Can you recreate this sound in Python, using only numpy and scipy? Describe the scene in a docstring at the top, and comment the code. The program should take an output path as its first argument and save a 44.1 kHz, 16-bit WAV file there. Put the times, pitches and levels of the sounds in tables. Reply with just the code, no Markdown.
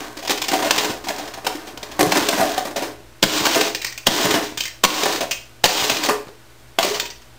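"""A boot rocks on a hollow plastic machine on a concrete floor, crackling; then come heavy stomps.
Blows spray cracks and shake the casing's modes and walls; random slips make the crushing and grinding.
A loose handle rattles, a trodden screen panel hums, and the slab thuds, all in a small hard room.
Faint hum lines and hiss fill the lulls. A cheap mono camera ducks and clips the loud blows
and holds each sample twice, which mirrors the treble."""
import sys
import numpy as np
from scipy import signal
from scipy.fft import rfft, irfft
from scipy.io import wavfile
from scipy.ndimage import uniform_filter1d

SR = 44100
rng = np.random.default_rng(int(sys.argv[2]) if len(sys.argv) > 2 else 0)


def gain_from_db(level_db):
    """Turn a decibel level (scalar or array-like) into a linear amplitude factor."""
    decades = np.asarray(level_db, float) / 20
    return 10 ** decades


def waveform_to_disk(signal):
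    """Save audio, clipped to [-1, 1], as 16-bit WAV at the path in sys.argv[1]."""
    frames = np.transpose(np.atleast_2d(signal))
    scaled = np.clip(frames, -1, 1) * 32767
    samples = np.round(scaled).astype(np.int16)
    wavfile.write(sys.argv[1], SR, samples)


N = 325458


def evened(x):
    """Scales to rms 1."""
    return x / np.sqrt(np.mean(x ** 2) + 1e-20)


def peaked(x, db):
    """Sets the highest peak to db."""
    return gain_from_db(db) * x / abs(x).max()


def levelled(x, db):
    """Sets the rms of the loudest few milliseconds to db."""
    return gain_from_db(db) * x / np.sqrt(uniform_filter1d(x ** 2, 200).max())


def add(mix, start_s, sound):
    """Mixes a sound in at its start time."""
    part = mix[round(start_s * SR):][:len(sound)]
    part += sound[:len(part)]


def coloured(x, points, peak_hz=3000, peak_db=0):
    """Filters by a spectrum, with a bump about half an octave wide if asked."""
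    hz = np.fft.rfftfreq(len(x), 1 / SR) + 1
    f, db = np.transpose(points)
    bump = peak_db * np.exp(-(np.log2(hz / peak_hz) / 0.28) ** 2)
    gain_db = np.interp(np.log(hz), np.log(f), db) + bump
    return irfft(rfft(x) * gain_from_db(gain_db), len(x))


def drift(width):
    """Slow random wandering with rms 1: noise smoothed twice over width samples."""
    noise = rng.standard_normal(N)
    return evened(uniform_filter1d(uniform_filter1d(noise, width), width))


def ring(modes, spread_db):
    """One blow on a set of decaying modes; luck shifts the level and pitch of each."""
    hz, db, t60 = np.transpose(modes)[:, :, None]
    t = np.arange(8192) / SR
    luck = rng.standard_normal((len(modes), 2, 1))
    level = gain_from_db(db + spread_db * luck[:, 0] - 60 * t / t60)
    pitch_hz = hz * (1 + .012 * luck[:, 1])
    return (level * np.sin(2 * np.pi * pitch_hz * t)).sum(0)


def burst(decay_s, rise_s=0.0007):
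    """A spray of tiny fractures, uneven in strength, that swells quickly and thins out."""
    t = np.arange(8192) / SR
    uneven_db = 3.4 * uniform_filter1d(rng.standard_normal(8192), 30) * np.sqrt(30)
    grains = rng.standard_normal(8192) * gain_from_db(uneven_db)
    swell = 1 - np.exp(-t / max(rise_s, .0002))
    return grains * swell * np.exp(-t / max(decay_s, .001))


# steady hum lines: pitch_hz, level_db
HUM_LINES = [(59.2, -64), (118.4, -55.5), (236.9, -66), (333.8, -61.5), (403.7, -67), (629.8, -64),
             (1480, -67.5)]
# tilt of the hiss: frequency_hz, density_db (dB per Hz, relative)
HISS_COLOUR = [(15, -68), (25, -11), (64, 2.5), (86, -16.5), (123, -2), (150, -19.5), (237, -12.5),
               (374, -14), (1500, -16.5), (10500, -26.5), (13600, -104.5), (22000, -120)]


def background():
    """Shaped noise for the hiss, under sine hum lines whose levels waver slightly."""
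    t = np.arange(N) / SR
    hum = np.zeros(N)
    for hz, db in HUM_LINES:
        waver = gain_from_db(1.2 * drift(3000))
        hum += gain_from_db(db) * np.sqrt(2) * waver * np.sin(2 * np.pi * (hz * t + rng.random()))
    hiss = evened(coloured(rng.standard_normal(N), HISS_COLOUR))
    return hum + gain_from_db(-48.5) * hiss


# how long the room rings: frequency_hz, t60_s
ROOM_DECAY = [(150, 0.25), (400, 0.47), (1000, 0.34), (2800, 0.36), (7300, 0.34)]


def room(x):
    """Three noise tails dying band by band, fed in turn so that no two hits echo alike."""
    out = np.zeros(N)
    turn = np.arange(N) / SR * 2 * np.pi * 7  # seven rounds a second
    f, t60 = np.transpose(ROOM_DECAY)
    for k in range(3):
        hz, t, z = signal.stft(rng.standard_normal(SR // 2), SR, nperseg=256)
        decay = gain_from_db(-60 * t / np.interp(hz, f, t60)[:, None])
        no_bass = (hz > 150)[:, None]
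        tail = signal.istft(z * decay * no_bass, SR, nperseg=256)[1]
        tail *= np.clip(np.arange(len(tail)) / SR / 0.0016 - .4, 0, 1)  # short gap before the first echo
        share = np.sqrt((1 + np.cos(turn + k * 2 * np.pi / 3)) / 3)
        out += signal.oaconvolve(x * share, tail / np.linalg.norm(tail))[:N]
    return out


# the trodden screen panel hums: start_s, level_db, pitch_hz, t60_s
SCREEN_NOTES = [(7.0, -36, 938, 0.22), (7.035, -34, 950, 0.21), (7.075, -53, 940, 0.12),
                (7.11, -39, 1940, 0.098)]


def screen():
    """Soft nudges of a stiff panel, each ringing one decaying note."""
    out, t = np.zeros(N), np.arange(8192) / SR
    for start_s, db, hz, t60 in SCREEN_NOTES:
        swell = 1 - np.exp(-t / .004)
        add(out, start_s, gain_from_db(db - 60 * t / t60) * swell * np.sin(2 * np.pi * hz * t))
    return out


# modes of the small hard handle: pitch_hz, level_db, t60_s
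HANDLE_MODES = [(1900, -1, .025), (2530, -1, .03), (2760, -1, .02), (3190, -1, .025), (3650, -3, .02),
                (4170, -4, .012), (4750, -3, .015), (5120, -4, .015), (5520, -4, .012), (6000, -5, .012),
                (6350, -5, .012), (6900, -7, .01), (7800, -8, .01)]
# colour of its dry rattle: frequency_hz, level_db
RATTLE_COLOUR = [(500, -11), (1400, -7), (2000, -3), (3000, -2), (6000, 2), (9000, -4.5), (11000, -53)]
# the loose handle bouncing: start_s, peak_db, colour_hz, decay_s
HANDLE_CLACKS = [(3.7477, -7.5, 2800, 0.0085), (3.816, -14.5, 1940, 0.014), (3.8457, -8.5, 1930, 0.0063),
                 (3.864, -17, 4580, 0.015), (3.8994, -24, 2260, 0.006), (3.924, -21, 1940, 0.0055),
                 (3.9765, -13.5, 2580, 0.0059), (4.574, -9, 3100, 0.013), (4.6047, -7, 3200, 0.0083),
                 (4.6347, -13, 3300, 0.011), (4.653, -13.5, 1820, 0.0092), (4.6788, -19.5, 1900, 0.0032),
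                 (5.31, -6.5, 2700, 0.011), (6.998, -5, 3250, 0.008), (7.1023, -20.5, 5450, 0.008),
                 (7.2195, -37, 3060, 0.0071)]


def handle():
    """Each bounce is a dry rattle that faintly rings the small hard part."""
    out = np.zeros(N)
    for start_s, db, hz, decay_s in HANDLE_CLACKS:
        tick = coloured(burst(decay_s), RATTLE_COLOUR, hz, peak_db=7.5)
        rung = signal.fftconvolve(tick, ring(HANDLE_MODES, spread_db=1.5))[:8192]
        add(out, start_s, peaked(evened(rung) + 2.6 * evened(tick), db))
    return out


# modes of the hollow casing: pitch_hz, level_db, t60_s
CASING_MODES = [(240, -7, .05), (312, 1, .1), (361, -8, .05), (425, -1, .09), (520, -8, .04),
                (592, -3, .06), (680, -3, .05), (760, -4, .05), (830, -4, .04), (950, -5, .04),
                (1070, -3, .05), (1200, -6, .03), (1450, -8, .025)]


def casing_ring():
    """The hollow casing's modes after one blow; each blow excites them differently."""
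    return ring(CASING_MODES, spread_db=3)


# dull crunch of the casing walls: frequency_hz, level_db
WALL_COLOUR = [(100, -20.5), (190, -10.5), (260, -1), (400, 0.5), (900, 2.5), (1200, 1.5), (1700, 3.5),
               (3000, -12)]


def walls(x, peak_hz=3000, peak_db=0):
    """Passes a sound through the dull casing walls."""
    return coloured(x, WALL_COLOUR, peak_hz, peak_db)


# colour of cracking plastic: frequency_hz, level_db
CRACK_COLOUR = [(300, -14), (900, 0), (1500, -5.5), (3000, 0.5), (5000, -1), (7000, -4), (9000, -11),
                (11000, -22.5)]


def cracking(x, peak_hz=3000, peak_db=0):
    """Gives fractures or slips the colour of cracking plastic."""
    return coloured(x, CRACK_COLOUR, peak_hz, peak_db)


def slips(per_s, spread_db):
    """Random clicks of either sign; spread_db scales their exponentially scattered levels."""
    happens = rng.random(N) < per_s / SR
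    scatter_db = spread_db * np.minimum(rng.exponential(1, N), 4)
    return happens * rng.choice([-1, 1], N) * gain_from_db(scatter_db)


def lean(start_s, end_s):
    """Weight comes on and goes off in 55 ms ramps."""
    t = np.arange(N) / SR
    return np.clip(np.minimum(t - start_s, end_s - t) / 0.055, 0, 1)


# a boot rocking on the wreck: time_s, weight_db
ROCKING_WEIGHT = [(0.0, -33.5), (0.25, -63), (0.47, -43), (0.56, -35), (0.76, -24.5), (0.88, -30),
                  (1.05, -60), (1.18, -37), (1.42, -55.5), (1.5, -41.5), (1.79, -55), (2.04, -40.5),
                  (2.17, -21.5), (2.25, -29.5), (2.4, -27.5), (2.61, -36), (2.71, -65), (2.82, -36),
                  (2.97, -53)]
# the sole grinding on after a stomp: start_s, length_s, first_crackle_db, last_crackle_db, rumble_db
SOLE_GRINDS = [(3.239, .49, -22, -26.5, -27), (4.056, 0.39, -17, -32, -23), (4.848, 0.36, -19, -29.5, -26),
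               (5.637, 0.55, -14, -38.5, -31), (6.794, 0.24, -20.5, -37, -47)]


def crush():
    """Dense slips in bunches crackle and nudge the casing, under a rocking boot or a grinding sole."""
    t = np.arange(N) / SR
    clumps = gain_from_db(2.85 * drift(300))
    # a flat sole slips more finely and keeps less of the bunching
    scrape = evened(cracking(clumps ** 0.46 * slips(12000, spread_db=4.0)))
    crackle = evened(cracking(clumps * slips(7000, spread_db=6.5)))
    rung = sum(signal.oaconvolve(slips(200, spread_db=3.5), casing_ring())[:N] for _ in range(6))
    dry_nudges = evened(slips(1500, spread_db=-1.0))
    rumble = evened(walls(evened(rung) + 1.7 * dry_nudges))
    hollow = evened(coloured(rumble, [(20, 0), (20000, 0)], 342, peak_db=5))  # the pinned casing drones

    weight_db = np.interp(t, *np.transpose(ROCKING_WEIGHT))
    rumble_db = -32 + 0.64 * (weight_db + 35)  # the rumble follows the weight less steeply
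    rocking = gain_from_db(weight_db) * crackle + gain_from_db(rumble_db) * rumble
    out = lean(-1, ROCKING_WEIGHT[-1][0]) * rocking
    for start_s, length_s, first_db, last_db, rumble_db in SOLE_GRINDS:
        end_s = start_s + length_s
        crackle_db = np.interp(t, [start_s, end_s], [first_db, last_db])
        out += lean(start_s, end_s) * (gain_from_db(crackle_db) * scrape + gain_from_db(rumble_db) * hollow)
    return out


# thud through the slab: frequency_hz, level_db
FLOOR_COLOUR = [(30, 18), (70, 1), (170, 13), (260, 5), (600, -18)]


def thud(db):
    """A dull push through the slab."""
    return levelled(coloured(burst(0.017, 0.00035), FLOOR_COLOUR), db)


# body weight dropping onto the slab: start_s, level_db
WEIGHT_DROPS = [(0.31, -45), (0.71, -42), (0.8932, -27.5), (2.026, -18), (2.058, -21), (2.169, -36),
                (2.396, -27), (2.4305, -27), (3.235, -11.5), (4.12, -30), (4.25, -25), (4.3042, -27),
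                (4.339, -23.5), (4.8477, -22), (5.655, -30), (5.9119, -28), (6.872, -39), (6.9443, -36)]


def drops():
    """Body weight landing, heard only as thuds through the slab."""
    out = np.zeros(N)
    for start_s, db in WEIGHT_DROPS:
        add(out, start_s, thud(db))
    return out


def blow(crack_db, casing_db, casing_hz, crack_hz, contact_s, rise_s=0.0037):
    """A crack of plastic, with the casing shaken a little longer than the crack."""
    crack = cracking(burst(contact_s, rise_s), crack_hz, peak_db=4.0)
    shake = burst(1.43 * contact_s, rise_s)
    rung = signal.fftconvolve(shake, casing_ring())[:8192]
    boom = walls(evened(rung) + 3 * evened(shake), casing_hz, peak_db=10)
    return peaked(crack, crack_db) + levelled(boom, casing_db)


# the casing cracking and knocking the floor:
# start_s, crack_peak_db, casing_db, casing_colour_hz, contact_ms
CASING_KNOCKS = [(0.169, -21.5, -31, 283, 6.6), (0.187, -23.5, -36, 560, 11),
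                 (0.224, -24.5, -31.5, 670, 16), (0.249, -21.5, -32, 678, 8.7),
                 (0.2739, -9, -30.5, 845, 6.3), (0.2935, -5, -18.5, 460, 5.2),
                 (0.3048, -4.5, -17.5, 706, 7.6), (0.315, -25, -21, 322, 6.6),
                 (0.3743, -12.5, -36, 326, 7.4), (0.4166, -6.5, -51, 1130, 5.1),
                 (0.4391, -13, -35, 326, 6.9), (0.482, -7.5, -28, 900, 9.5), (0.5134, -11.5, -17, 320, 13),
                 (0.5316, -9, -16.5, 780, 9.8), (0.549, -18, -24, 322, 8.1), (0.587, -13, -22, 277, 17),
                 (0.623, -12, -20, 746, 5.9), (0.6461, -11.5, -20.5, 616, 10),
                 (0.665, -19, -19.5, 660, 7.3), (0.7079, 3.5, -24, 620, 2.8), (0.7776, -4, -27, 438, 9.4),
                 (0.845, -7, -24, 855, 6.7), (0.8939, -17, -25, 305, 18), (1.039, -21.5, -32.5, 318, 18),
                 (1.069, -21, -25, 786, 8.5), (1.0841, -12.5, -21.5, 781, 7.5),
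                 (1.1018, -17.5, -19.5, 724, 5.3), (1.1804, -19, -28.5, 770, 19),
                 (1.274, -24, -39, 649, 8.7), (1.337, -18.5, -36, 797, 5.4), (1.3724, -34, -29, 830, 14),
                 (1.445, -21, -29, 550, 10), (1.4656, -6.5, -16, 776, 4.6), (1.55, -33, -24, 330, 5.3),
                 (1.669, -25, -34, 830, 19), (1.7737, -19.5, -34, 794, 3.5), (1.829, -16.5, -29, 322, 4.4),
                 (1.913, -22.5, -41, 685, 12), (2.0059, -7, -8, 310, 7.9), (2.029, -2, -8, 410, 1.05),
                 (2.058, -32, -22.5, 277, 6.4), (2.1189, -3.5, -13.5, 900, 4), (2.152, -26, -13, 333, 11),
                 (2.173, -16, -13, 346, 1.7), (2.22, -18, -19, 423, 14), (2.2862, -2, -17.5, 684, 3.3),
                 (2.325, -26, -17, 322, 8), (2.374, -22, -17, 710, 13), (2.3944, -17.5, -13.5, 678, 26),
                 (2.4306, -26, -26, 427, 3.4), (2.4916, -17, -26, 714, 2.9), (2.5773, -11, -15, 740, 4.2),
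                 (2.65, -18.5, -22.5, 617, 6.8), (2.668, -30, -27, 323, 11), (2.705, -31, -29.5, 315, 8),
                 (2.7593, -13.5, -21.5, 615, 21), (2.82, -15.5, -22, 330, 18), (3.236, 5.5, -12, 325, 1.9),
                 (3.453, -5.5, -18.5, 1170, 6.6), (3.465, -6, -14, 814, 4.1), (3.534, -10, -43, 361, 4.8),
                 (3.5463, -4, -40, 640, 4.6), (3.555, -13, -14, 580, 7.5), (3.5691, -13, -17, 416, 12.5),
                 (3.61, -3, -22, 400, 5), (4.253, -9, -16, 435, 4), (4.3043, -4, -23, 340, 23),
                 (4.339, -7, -13.5, 300, 14), (4.423, -17.5, -31, 299, 45), (4.8471, 9.5, -33, 1050, 3.1),
                 (4.8593, -20, -17, 412, 3), (5.033, -5.5, -18, 414, 3.2), (5.0553, -13, -14.5, 780, 5.3),
                 (5.123, -9.5, -45, 423, 5.9), (5.1556, -8, -48, 783, 13), (5.174, -21, -33, 440, 31),
                 (5.206, -11, -21, 644, 8.6), (5.2272, -19, -23, 594, 7.8), (5.6532, 7.5, -11, 580, 6.4),
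                 (5.84, -7, -25, 407, 6.3), (5.896, -3.5, -19.5, 627, 5.2), (5.9118, -12, -29, 413, 9.6),
                 (5.9664, -12, -39, 420, 5.7), (6.03, -7.5, -30, 1130, 14), (6.0463, -10, -23, 600, 8.3),
                 (6.058, -11, -25, 523, 5.2), (6.086, -12, -13, 1140, 6.6), (6.0942, -16, -15, 1120, 5.9),
                 (6.105, -33, -16.5, 425, 5.2), (6.118, -36, -26.5, 1100, 6.8), (6.279, -32, -63, 594, 9),
                 (6.787, -4.5, -19, 900, 1.2), (6.81, -26, -29, 904, 6), (6.826, -5, -29, 568, 7.4),
                 (6.8456, -29, -15.5, 420, 4.8), (6.872, -21, -22, 405, 8), (6.909, -23, -24, 425, 11),
                 (6.944, -14.5, -42, 570, 18), (7.053, -20, -55, 560, 8)]


def knocks():
    """Lesser blows; the further the casing stands over the crack, the brighter the crack."""
    out = np.zeros(N)
    for start_s, crack_db, casing_db, casing_hz, contact_ms in CASING_KNOCKS:
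        octaves = np.clip(0.4 * (casing_db - crack_db), 0, 2.04)
        octaves += 0.26 * rng.standard_normal()
        crack_hz = 2050 * 2 ** octaves
        add(out, start_s, blow(crack_db, casing_db, casing_hz, crack_hz, contact_ms / 1000))
    return out


# heel coming down hard: start_s, crack_peak_db, casing_db, thud_db, casing_colour_hz
HEEL_STOMPS = [(1.9919, -16, -12, -25, 325), (3.2267, 5.5, -10, -39, 318), (4.068, 7, -8, -14.5, 223),
               (4.8377, 6.5, -5, -24, 1140), (5.6397, 7, -5, -17, 835), (6.786, -6.5, -12.5, -53, 706)]


def stomps():
    """A light touch of the sole, then the heel cracks the plastic, booms the casing and thuds."""
    touch_s, heel_s = .004, 0.009  # lead and contact of the sole; contact of the heel
    out = np.zeros(N)
    for start_s, crack_db, casing_db, thud_db, casing_hz in HEEL_STOMPS:
        touch = blow(crack_db - 24, casing_db - 26, casing_hz, 2600, touch_s, 0.0024)
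        heel = blow(crack_db, casing_db, casing_hz, 3100, heel_s, 0.00058)
        add(out, start_s - touch_s, touch)
        add(out, start_s, heel + thud(thud_db))
    return out


def swing():
    """Each stomp leaves the microphone's rest point swaying slowly, more after a louder crack."""
    out, t = np.zeros(N), np.arange(8192) / SR
    for start_s, crack_db, *_ in HEEL_STOMPS:
        add(out, start_s, -gain_from_db(crack_db - 36.5) * np.sin(2 * np.pi * 9 * t) * np.exp(-t / 0.057))
    return out


def scene():
    """Everything near the floor, its echo, both thin in the bass, and the background."""
    near = screen() + handle() + crush() + drops() + knocks() + stomps()
    high_pass = signal.butter(2, 85, "high", fs=SR, output="sos")
    thin = signal.sosfilt(high_pass, near + gain_from_db(-4.5) * room(near))
    return np.tile(thin + background(), (2, 1))


def top_cut(x):
    """Nothing passes above the cut-off."""
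    return signal.sosfilt(signal.butter(12, 15950, fs=SR, output="sos"), x)


def record(dry):
    """The camera's gain control, clipping, band limit and doubled samples."""
    x = dry[0]
    power_db = 10 * np.log10(abs(uniform_filter1d(x ** 2, 300)) + 1e-12)
    fall_db = np.arange(N) / SR * 60  # the level reading falls back 60 dB a second
    held_db = np.maximum.accumulate(power_db + fall_db) - fall_db
    over_db = np.maximum(held_db + 10.5, 0)
    late_db = signal.lfilter([1 / 400], [1, 1 / 400 - 1], over_db)  # too late to catch the blow itself
    ducked = x / gain_from_db(1.17 * late_db)
    clipped = np.clip(ducked + swing() - .0035, -1, 1)  # with a small constant offset
    low_pass = signal.firwin(255, 10750, window=("kaiser", 6), fs=SR)
    smooth = signal.oaconvolve(clipped, low_pass, "same")
    held = np.repeat(smooth[::2], 2)[:N]  # the steps mirror the treble above a quarter of the rate
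    top_limit = signal.firwin(255, 15700, window=("kaiser", 8), fs=SR)
    limited = signal.oaconvolve(held, top_limit, "same")
    return top_cut(np.tile(limited, (2, 1)))


dry = scene()
out = record(dry)
waveform_to_disk(out)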